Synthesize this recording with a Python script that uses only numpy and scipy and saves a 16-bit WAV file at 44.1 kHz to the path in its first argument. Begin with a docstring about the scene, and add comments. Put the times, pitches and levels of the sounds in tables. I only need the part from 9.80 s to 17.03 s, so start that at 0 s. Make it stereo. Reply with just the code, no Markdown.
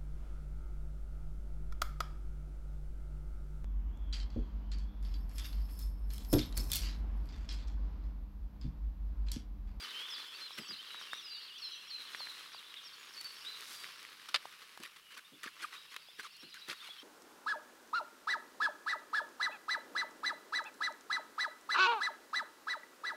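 """Songbirds whistle along a wooded river in spring: stepped calls and slides nearby, a falling note
repeated far off, and late on a run of sinking notes. Each note is a wavering tone echoed by the trees.
Meanwhile an angler lifts a landing net: his jacket rustles, water drips in tiny ringing bubbles and
the hollow handle clacks once. The fish flaps in the wet mesh and thumps on the sandy bank."""
import sys
import numpy as np
from scipy import signal
from scipy.fft import rfft, irfft, next_fast_len
from scipy.io import wavfile
from scipy.ndimage import uniform_filter1d, map_coordinates

SR = 44100
rng = np.random.default_rng(int(sys.argv[2]) if len(sys.argv) > 2 else 0)


def generate_wav(sig):
    """Save sig (samples, or channels by samples) to the path in sys.argv[1] as 16-bit PCM at SR."""
    pcm = np.round(np.clip(np.atleast_2d(sig).T, -1, 1) * 32767).astype(np.int16)
    wavfile.write(sys.argv[1], SR, pcm)


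N = 318822

# how hard the jacket rubs: time_s, level_db
JACKET_EFFORT = [(0.0, -53.5), (0.74, -59.5), (1.35, -58), (1.57, -63.5), (2.01, -62.5), (2.41, -56),
                 (2.9, -62), (3.9, -56), (4.95, -63), (5.36, -72), (5.66, -68.5), (5.84, -61.5),
                 (6.4, -69.5), (6.84, -66.5), (7.09, -63)]
# jerks of the net as it is moved and as the fish flaps: centre_s, length_s, level_db
NET_JERKS = [(.785, 0.008, -38), (4.493, 0.008, -47), (5.046, 0.026, -47.5), (5.166, 0.006, -50),
             (5.32, 0.026, -54.5), (5.379, 0.02, -51.5), (5.638, 0.01, -48), (5.669, 0.02, -47.5),
             (5.803, .018, -52), (5.837, 0.022, -45.5), (5.94, 0.024, -49.5), (6.127, .016, -51),
             (6.397, .016, -46.5), (6.45, 0.024, -50.5), (6.631, 0.006, -50.5), (6.753, 0.012, -51),
             (6.903, 0.025, -43.5), (7.052, 0.038, -51)]
# tone colour of hissing cloth: frequency_hz, gain_db
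HISS_COLOUR = [(3000, -10), (5500, 2.5), (7000, -2), (10500, -1.5), (13000, -6), (15500, -10.5)]
# tone colour of wet mesh: frequency_hz, gain_db
MESH_COLOUR = [(100, -31), (333, -8.5), (750, -19), (1100, -0.5), (1950, -1.5), (4100, -4.5), (7000, -16),
               (11000, -16.5), (15500, -29)]


def amp(db):
    """Turn decibels into a gain."""
    return 10 ** (np.asarray(db) / 20)


def unit(x):
    """Scale a sound to an average (rms) strength of 1."""
    return x / np.sqrt(np.mean(x ** 2) + 1e-20)


def along(points, hz):
    """Read between (frequency, value) points on a log frequency scale."""
    freqs, values = np.transpose(points)
    return np.interp(np.log(hz + 1), np.log(freqs + 1), values)


def curve(points):
    """Join (time, value) points into one value per sample."""
    return np.interp(np.arange(N) / SR, *np.transpose(points))


def seconds(length):
    """The sample times of a short sound."""
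    return np.arange(max(int(length * SR), 2)) / SR


def wobble(rate, size=N):
    """A smooth curve through `rate` random values a second."""
    return map_coordinates(rng.standard_normal(int(size * rate / SR) + 4), [np.arange(size) * rate / SR])


def swells(strokes, rise=0.91, fall=1.26):
    """The force of strokes: each grows faster than it fades."""
    t = np.arange(N) / SR
    return sum(amp(db) * np.exp(-np.maximum((s - t) / rise, (t - s) / fall) ** 2 / length ** 2)
               for s, length, db in strokes)


def add(track, s, sound):
    """Mix a sound into the track at s seconds."""
    start = min(round(s * SR), N - 1)
    sound, start = sound[..., max(-start, 0):], max(start, 0)
    track[..., start:start + sound.shape[-1]] += sound[..., :N - start]


def filtered(x, response):
    """Scale each frequency of a sound by response(hz)."""
    size = next_fast_len(x.shape[-1] + 4096)
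    return irfft(rfft(x, size) * response(np.fft.rfftfreq(size, 1 / SR)), size)[..., :x.shape[-1]]


def stereo(pair, spectrum, wide_db=0):
    """Colour two noises: mid is what both ears share, side is how they differ."""
    # stereo width: frequency_hz, side_over_mid_db
    width = [(30, 0), (90, -16), (4000, -20.5), (7500, -1.5), (12000, -6.5)]
    side_db = lambda hz: np.minimum(along(width, hz) + wide_db, 0)
    mid, side = filtered(pair, lambda hz: amp([along(spectrum, hz), along(spectrum, hz) + side_db(hz)]))
    return np.array([mid + side, mid - side]) / np.std(mid)


def noise(spectrum, size=N, wide_db=0):
    """Smooth stereo noise with the given tone colour."""
    return stereo(rng.standard_normal((2, size)), spectrum, wide_db)


def crackle(spectrum, grain_db, rate):
    """Noise in tiny grains, as a surface sticks and slips."""
    return stereo(rng.standard_normal((2, N)) * amp(grain_db * np.clip(wobble(rate), -2, 2)), spectrum)


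def burst(spectrum, t60):
    """A sharp hit with a peak of 1 that fades by 60 dB in t60 seconds."""
    t = seconds(.1)
    shape = amp(-60 * t / t60) * (1 - np.exp(-t / 0.00022))
    sound = stereo(rng.standard_normal((2, len(t))) * shape, spectrum)
    return sound / np.abs(sound).max()


def whistle(hz, rise, fall, waver=0.003, flutter_db=2, overtone_db=-36):
    """A wavering tone with a softer octave; rise and fall are shares of its length."""
    u = np.linspace(0, 1, len(hz))
    phase = 2 * np.pi * np.cumsum(hz * (1 + waver * wobble(248, size=len(hz)))) / SR
    fade_in = np.sin(np.pi / 2 * np.clip(u / rise, 0, 1))
    fade_out = np.sin(np.pi / 2 * np.clip((1 - u) / fall, 0, 1))
    flutter = amp(flutter_db * wobble(88, size=len(hz)))
    return fade_in * fade_out * flutter * (np.sin(phase) + amp(overtone_db) * np.sin(2 * phase))


def song(notes, rise, fall, waver=0.0065):
    """Bird notes curve through evenly spaced pitches; much waver makes them hoarse."""
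    track = np.zeros(N)
    for s, length, db, *pitches in notes:
        arc = np.polyfit(np.linspace(0, 1, len(pitches)), pitches, len(pitches) - 1)
        hz = np.polyval(arc, seconds(length) / length)
        add(track, s, amp(db) * whistle(hz, rise, fall, waver))
    return track


def placed(voice, left_db, left_lead_s=.000023):
    """A bird off to one side differs a little in level and arrival time between the ears."""
    sides = np.array([[.5], [-.5]])
    return filtered(voice, lambda hz: amp(left_db * sides) * np.exp(2j*np.pi * hz * left_lead_s * sides))


def woods(x, build_s, early_db=-10, linger=1):
    """Near trunks scatter the sound first, then a blurred echo fades; linger stretches it."""
    # echo among the trunks: frequency_hz, fade_time_s
    fade_times = [(300, 0.63), (2000, 2), (4200, 0.4307), (9000, 0.18)]
    hz, t, bands = signal.stft(rng.standard_normal((2, SR)), SR, nperseg=256)
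    fade = amp(-60 * t / (linger * along(fade_times, hz)[:, None]))
    tail = signal.istft(bands * fade, SR, nperseg=256)[1]
    t = np.arange(tail.shape[1]) / SR
    tail = tail * (1 - np.exp(-t / build_s)) * (1 + amp(early_db) * np.exp(-t / 0.015))
    mid, side = signal.fftconvolve(x[None], tail / np.linalg.norm(tail[0]), axes=1)[:, :N]
    return mid + 0.33 * np.array([side, -side])


def river_air():
    """The air over the river is a faint, wide hiss."""
    # tone colour of the air: frequency_hz, gain_db
    colour = [(86, -16), (156, -7.5), (600, -15), (1100, -12), (2900, -1), (4150, -11.5), (7100, -13),
              (11000, -11.5), (15500, -16.5)]
    return amp(-65.5) * noise(colour, wide_db=11.5)


def flock(levels, centre_hz, spread, glide=0.1703, count=420):
    """Many short, curling notes blur together; each of four perches has its own echo."""
    perches, u = np.zeros((4, N)), np.linspace(-1, 1, len(seconds(.03)))
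    starts = (np.arange(count) + rng.random(count)) * N / SR / count
    for k, (s, (pitch, slope, curl, size)) in enumerate(zip(starts, rng.uniform(-1, 1, (count, 4)))):
        hz = centre_hz * np.exp(spread * pitch + glide * (slope * u + curl * u * u / 2))
        add(perches[k % len(perches)], s, amp(5 * size) * whistle(hz, rise=0.24, fall=0.35))
    echoes = sum(woods(voices, build_s=0.0025, early_db=11) for voices in perches)
    return amp(curve(levels) - 2) * unit(echoes)


def chorus():
    """Two flocks twitter far off, the smaller birds higher in pitch."""
    # loudness of the lower and the higher flock: time_s, level_db
    low = [(0, -47), (.5, -52), (1.5, -53), (2.9, -55.5), (3.25, -62.5), (3.7, -56), (5.2, -80), (6.1, -61),
           (7.23, -62)]
    high = [(0, -57.5), (2.9, -71), (3.5, -57.5), (4.3, -64), (5.2, -80), (6.1, -63)]
    return flock(low, centre_hz=3303, spread=.22) + flock(high, centre_hz=4750, spread=.15)


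def far_birds():
    """Clear and hoarse notes hang in the trees; one bird gives its falling call three times."""
    # clear notes, thin high slides and hoarse notes: start_s, length_s, level_db, then each pitch_hz
    clear_notes = [(.13, .16, -45, 3020, 3250, 3750), (.27, .16, -47.5, 3490, 3444, 3490),
                   (1.43, .17, -46.5, 5300, 4700, 4690), (1.83, .064, -51, 5310, 5320, 5250),
                   (3.365, .056, -43, 4530, 4470, 4430), (3.44, .036, -44, 4420, 4580, 4420),
                   (3.645, .064, -44, 3450, 3900, 4080), (3.92, .14, -53, 4760, 4650),
                   (5.22, .13, -62, 3150, 2890, 3170)]
    thin_notes = [(0.788, 0.1, -64, 8000, 7780), (1.909, .066, -56.5, 5930, 5875),
                  (3.15, 0.16, -67, 6950, 6500)]
    rasps = [(1.6, .085, -50, 3800, 4300, 4150), (2.962, .045, -47, 3900, 3450, 3380),
             (3.715, .07, -46, 4000, 3930, 3930)]
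    # the falling call and its hoarse ending: offset_s, length_s, level_db, then each pitch_hz
    call = [(-.02, .035, -55, 5650, 5500, 5100), (0, .08, -42, 4850, 4286, 4133, 4097, 4093)]
    ending = (.1, .04, -47, 3550, 4050, 3400)
    # when that call comes: start_s
    starts = [1.814, 2.097, 2.39]
    calls = [(start + s, *rest) for start in starts for s, *rest in call]
    endings = [(start + ending[0], *ending[1:]) for start in starts]
    hoarse = song(rasps + endings, rise=.2, fall=.3, waver=.05)
    voice = song(clear_notes + thin_notes + calls, rise=0.2, fall=0.18) + hoarse
    echo = woods(voice, build_s=.003, early_db=5, linger=2.8)
    return amp(-.5) * placed(voice, left_db=-2.0) + amp(-6) * echo


def warbler(start_s=6.539, period_s=.0915, note_s=0.029, scoop=.18, count=8):
    """A few single notes, then an even run that sinks and swells; each note hooks up to its pitch."""
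    # single notes before the run: start_s, level_db, pitch_hz
    opening = [(5.443, -59, 3690), (5.53, -60, 3510), (5.959, -49, 3850), (6.28, -53.5, 3527)]
    first_hz, drop_hz, loudest_at = 4330, 1150, 0.69
    run = [(start_s + k * period_s, -49.7 - 18 * (u - loudest_at) ** 2, first_hz - drop_hz * u ** 1.4)
           for k, u in enumerate(np.linspace(0, 1, count))]
    # a softer falling flick leads into each note of the run
    flicks = [(s - .025, 0.02239, db - 7, hz * 1.27, hz * 1.12) for s, db, hz in run]
    voice = song(flicks, rise=.36, fall=.4, waver=.012)
    for s, db, hz in opening + run:
        climb_s = .0045 * 2 ** rng.uniform(-.5, .5)
        hook = 1 - scoop * np.exp(-seconds(note_s) / climb_s)
        add(voice, s, amp(db) * whistle(hz * hook, rise=0.3, fall=0.25, waver=.007))
    echo = woods(voice, build_s=.004, early_db=5, linger=2)
    return amp(1) * placed(voice, left_db=-1) + amp(-2.5) * echo


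def stepped_calls(top_hz=6700, end_hz=3223, drop_s=.017, fall_s=.034):
    """Each call plunges to a pitch of its own, holds it and fades as it falls away."""
    # a near bird's calls: start_s, level_db, held_pitch_hz, hold_s
    calls = [(-.018, -47, 4777, 0.03274), (.295, -45.5, 5134, .026), (0.595, -46.5, 4150, 0.054),
             (.878, -46, 4830, 0.0273), (1.189, -55.5, 5592, .018), (1.492, -49.5, 4070, .035),
             (2.722, -50.5, 4660, 0.029), (3.028, -53, 5530, 0.024)]
    track = np.zeros(N)
    for s, db, held_hz, hold_s in calls:
        corners = np.cumsum([0, drop_s, hold_s, fall_s])
        hz = np.interp(seconds(corners[-1]), corners, [top_hz, held_hz, held_hz, end_hz])
        add(track, s, amp(db) * whistle(uniform_filter1d(hz, size=350), rise=.25, fall=.3))
    return track


def near_birds():
    """Stepped calls, slides and chirps come from the near bank with a light echo."""
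    # sliding whistles and quick chirps: start_s, length_s, level_db, then each pitch_hz
    slides = [(.083, .05, -51, 4250, 3750, 3200), (.352, .08, -53, 4200, 4680, 4640, 4250, 3900),
              (.538, .03, -50, 4220, 4500, 4650), (.72, .105, -56, 4850, 5500, 4300),
              (.8, .095, -55, 5300, 4620, 4720), (.915, .088, -53.5, 3900, 3900, 4050, 4420, 5850),
              (.988, .028, -50, 2950, 3100, 3050), (1.098, .12, -50.5, 3850, 3920, 3880, 3850, 3250),
              (1.305, .11, -48.5, 3480, 3720, 3780, 3620, 3000), (1.328, .115, -58, 5200, 5880, 5200),
              (1.545, .06, -52, 4550, 4330, 4200), (1.672, .128, -53, 4350, 2980, 2900, 3300, 3600),
              (1.9, .115, -55, 3200, 2930, 3620)]
    chirps = [(1.781, .018, -54, 6300, 3400), (3.128, .022, -54, 4700, 4200),
              (3.143, .014, -57, 4400, 6300), (3.336, .02, -53, 6100, 3900)]
    voice = stepped_calls() + song(slides + chirps, rise=0.14, fall=.18)
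    direct = placed(voice, left_db=0.4429, left_lead_s=-0.0000264)
    return amp(1.2) * direct + amp(-9) * woods(voice, build_s=0.0039)


def jacket(rub_db=3.5, hiss_db=-6):
    """Waterproof cloth rubs and hisses as the arms move; a sweeping sleeve adds hiss."""
    # tone colour of rubbing cloth: frequency_hz, gain_db
    colour = [(60, -39), (170, -17), (430, -5.5), (700, -14), (1150, 2), (4000, -1), (5200, -5.5),
              (6500, -17), (12000, -72)]
    # sweeps of a sleeve: centre_s, length_s, level_db
    sleeves = [(2.42, 0.2, -64), (3.52, 0.24, -63), (3.92, 0.102, -54)]
    effort, folds = amp(curve(JACKET_EFFORT)), amp(1.43 * wobble(28))
    rub = amp(rub_db) * effort * crackle(colour, grain_db=3.0, rate=450)
    hiss_level = np.hypot(amp(hiss_db) * effort, swells(sleeves))
    return folds * (rub + hiss_level * crackle(HISS_COLOUR, grain_db=2.0, rate=660))


def contacts(rows, t60):
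    """Light touches, each a bright spit of hiss over a duller tick, its body."""
    # tone colour of the body: frequency_hz, gain_db
    body = [(150, -38), (400, -8), (750, -22), (1150, 5.5), (2200, 4), (4000, -0.5), (6500, -18),
            (15000, -41)]
    track = np.zeros((2, N))
    for s, db, body_db in rows:
        touch = burst(HISS_COLOUR, t60=0.014) + amp(body_db) * burst(body, t60)
        add(track, s + .0005, amp(db) * touch)
    return track


def crinkles(over_db=2, scatter_db=6.5, body_range_db=12, count=130):
    """Stiff folds of the jacket flip with tiny ticks, dull or bright, louder as it rubs harder."""
    level_db = curve(JACKET_EFFORT) + over_db
    rows = [(when * N / SR, level_db[int(when * N)] + scatter_db * size, body_range_db * dull - 2)
            for when, size, dull in rng.random((count, 3))]
    return contacts(rows, t60=0.013)


def wet_folds(x, depth_db=4):
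    """Wet folds open and close, each boosting a narrow band of pitch for a moment."""
    bands = signal.stft(x, nperseg=512)[2]
    patches = uniform_filter1d(rng.standard_normal(bands.shape[1:]), size=3, axis=0)
    patches = uniform_filter1d(patches, size=4, axis=1)
    gain = amp(depth_db * np.clip(unit(patches), -2, 2))
    return unit(signal.istft(bands * gain, nperseg=512)[1][:, :N])


def swishes():
    """Each jerk drags the wet mesh in a gritty, gargling swell that comes in clumps."""
    clumps = unit(amp(2.5 * np.clip(wobble(170), -2, 2)))
    grit = crackle(MESH_COLOUR, grain_db=2.5, rate=740)
    return amp(-.3) * swells(NET_JERKS) * clumps * wet_folds(grit)


def drops(start_s, centre_hz, spread, cycles, level_db, count):
    """Water in the mesh rings in tiny rising blips, as strong as the jerk that throws it."""
    track, t, force = np.zeros(N), seconds(.03), swells(NET_JERKS)
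    starts = rng.uniform(start_s, (N - 1) / SR, count)
    for s, (pitch, size) in zip(starts, rng.uniform(-1, 1, (count, 2))):
        hz = centre_hz * np.exp(spread * pitch)
        shape = np.exp(-hz * t / cycles) * (1 - np.exp(-hz * t))
        bubble = shape * np.sin(2 * np.pi * hz * t * (1 + 4 * t))
        add(track, s, force[int(s * SR)] * amp(level_db + 10 * size) * bubble)
    return track


def droplets():
    """Crisp spits of water are shaken from the mesh."""
    return drops(start_s=0, centre_hz=3000, spread=.8, cycles=2, level_db=1, count=800)


def gurgles():
    """Bubbles ring longer and lower once the fish flaps."""
    return drops(start_s=5.2, centre_hz=1600, spread=.38, cycles=8, level_db=-2, count=240)


def thumps():
    """Soft blows on sand give a dull push with no ring."""
    # blows on the ground: start_s, length_s, level_db, pitch_hz
    blows = [(0.782, .02, -49.5, 185), (0.887, 0.037, -60, 202), (4.995, 0.0215, -57, 260),
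             (5.518, 0.036, -62, 242), (5.657, 0.0082, -53.5, 273.8), (6.386, .012, -58.5, 288),
             (6.625, 0.038, -61, 236), (6.883, 0.02, -54, 306)]
    # tone colour of sand: multiple_of_pitch, gain_db
    sand = [(.25, -28), (.5, -10), (.8, -1.5), (1.3, 2), (1.8, -7), (8, -37)]
    track, t = np.zeros((2, N)), seconds(.25)
    for s, length, db, hz in blows:
        shape = (1 - np.exp(-t / 0.0051)) * np.exp(-(t / length) ** 1.23)
        push = shape * noise(np.array(sand) * [hz, 1], size=len(t))
        add(track, s, amp(db + 1) * push * np.sqrt(length * SR / np.sum(push[0] ** 2)))
    return track


def ticks(rise_cycles=0.92, ring_db=-14, ring_cycles=2.6, grit_db=-10):
    """Each tick is a crisp blip with some grit and a short ring that depends on the spot struck."""
    # ticks of tackle and knocks of the net's frame: start_s, level_db, pitch_hz
    knocks = [(.707, -41, 1100), (.909, -38, 1500), (1.1453, -37, 1310), (1.2135, -37, 1360),
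              (1.3326, -25, 1570), (2.3477, -29, 1810), (2.4053, -37.5, 1000), (2.4709, -33, 1830),
              (2.7468, -41, 1000), (2.941, -33.5, 2840), (4.043, -31.5, 2182), (4.2504, -34, 2170),
              (4.6544, -34, 920), (4.975, -39, 1020), (5.93, -37, 1900), (5.953, -39, 2400),
              (6.286, -53, 680), (6.3966, -33, 1730), (6.9014, -26, 4000), (7.089, -48, 780)]
    track, t = np.zeros((2, N)), seconds(.1)
    for (s, db, hz), (spot, damping) in zip(knocks, rng.random((len(knocks), 2))):
        cycles = hz * t
        phase = 2 * np.pi * cycles
        blip = (cycles / rise_cycles * np.exp(1 - cycles / rise_cycles)) ** 3
        ring = amp(ring_db) * np.exp(-cycles / (ring_cycles * (.5 + damping))) * (1 - np.exp(-cycles))
        tone = (blip + ring) * np.sin(phase) + ring * np.sin(phase * (1.3 + spot))
        add(track, s, amp(db) * (tone + amp(grit_db) * burst(MESH_COLOUR, t60=0.021)))
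    return track


def snaps():
    """Wet mesh and cloth snap tight."""
    # bright snaps: start_s, level_db, body_gain_db
    pulls = [(3.411, -35, -10), (3.444, -39, -11), (3.807, -39, -5), (4.228, -41, -8), (4.49, -43, 2),
             (4.626, -48, 2), (4.725, -47, 3), (4.974, -44, -2), (5.001, -44, 0), (5.034, -36, 1),
             (5.378, -41, -3), (5.632, -36, 0), (6.142, -44, 3), (6.163, -34.5, 3), (6.431, -44, 2),
             (6.566, -46, -12), (6.742, -39, 0), (6.885, -39, 1)]
    return contacts(pulls, t60=0.024)


def plops():
    """Pockets of air gurgle in the wet net, shaking in pitch and strength as they are squeezed."""
    # squelches of the fish: start_s, length_s, level_db, start_hz, end_hz
    squelches = [(5.672, .012, -46, 1550, 1750), (5.826, .03, -39.5, 1750, 1050),
                 (6.388, .026, -46, 1900, 1500), (6.437, .038, -48, 1250, 1220),
                 (6.768, .012, -47, 1650, 1500), (6.882, .016, -47, 1050, 1200)]
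    track = np.zeros(N)
    for s, length, db, start_hz, end_hz in squelches:
        hz = start_hz * (end_hz / start_hz) ** (seconds(length) / length)
        plop = whistle(hz, rise=.3, fall=.35, waver=.14, flutter_db=4.5, overtone_db=-11)
        add(track, s, amp(db - 1.5) * plop)
    return track


def clack(ring_db=-5, ring_t60=0.056):
    """The hollow handle strikes and bounces: hard cracks and a short ring."""
    # the strike and its bounces: start_s, level_db, fade_time_s
    hits = [(4.5427, -22, 0.0225), (4.544, -14.5, 0.0049), (4.5456, -20.5, 0.054), (4.549, -21.5, 0.014),
            (4.5587, -19.5, 0.033)]
    # the handle's ringing tones: pitch_hz, width_hz, level_db
    tones = [(543, 60.1, -17), (1716, 45, 1.5), (2400, 42, -16), (2840.4, 50, -11), (3540, 100, 11),
             (4230, 33, -2), (5000, 180, 7)]
    # tone colour of a crack: frequency_hz, gain_db
    crack = [(200, -59), (560, -10.5), (760, -17.5), (1190, -6), (3500, -3), (4840, -8), (6020, -22),
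             (9000, -25), (15500, -43.5)]
    track, t = np.zeros((2, N)), seconds(.1)
    for s, db, t60 in hits:
        ring = np.zeros(len(t))
        for k, (hz, width, level) in enumerate(tones):
            strength = (-1) ** k * amp(level + rng.normal(0, 1.9))
            ring += strength * np.exp(-np.pi * width * t) * np.sin(2 * np.pi * hz * t)
        ring *= amp(-60 * t / ring_t60) * (1 - np.exp(-t / 0.0005))
        add(track, s, amp(db) * (burst(crack, t60) + amp(ring_db) * ring / np.abs(ring).max()))
    track = signal.sosfilt(signal.butter(2, 130, "highpass", fs=SR, output="sos"), track)
    return track + amp(-31) * woods(track[0], build_s=0.079)


def scene():
    """Birds and angler over the quiet air of the river."""
    birds = near_birds() + far_birds() + warbler() + chorus()
    angler = jacket() + crinkles() + swishes() + droplets() + gurgles()
    angler = angler + thumps() + ticks() + snaps() + plops() + clack()
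    # the angler's sounds are cut below about 85 Hz, leaving no deep bass
    angler = signal.sosfilt(signal.butter(3, 85, "highpass", fs=SR, output="sos"), angler)
    return birds + angler + river_air()


def record(dry):
    """The very highest treble is cut away."""
    return filtered(dry, lambda hz: hz < 15850)


dry = scene()
out = record(dry)
generate_wav(out)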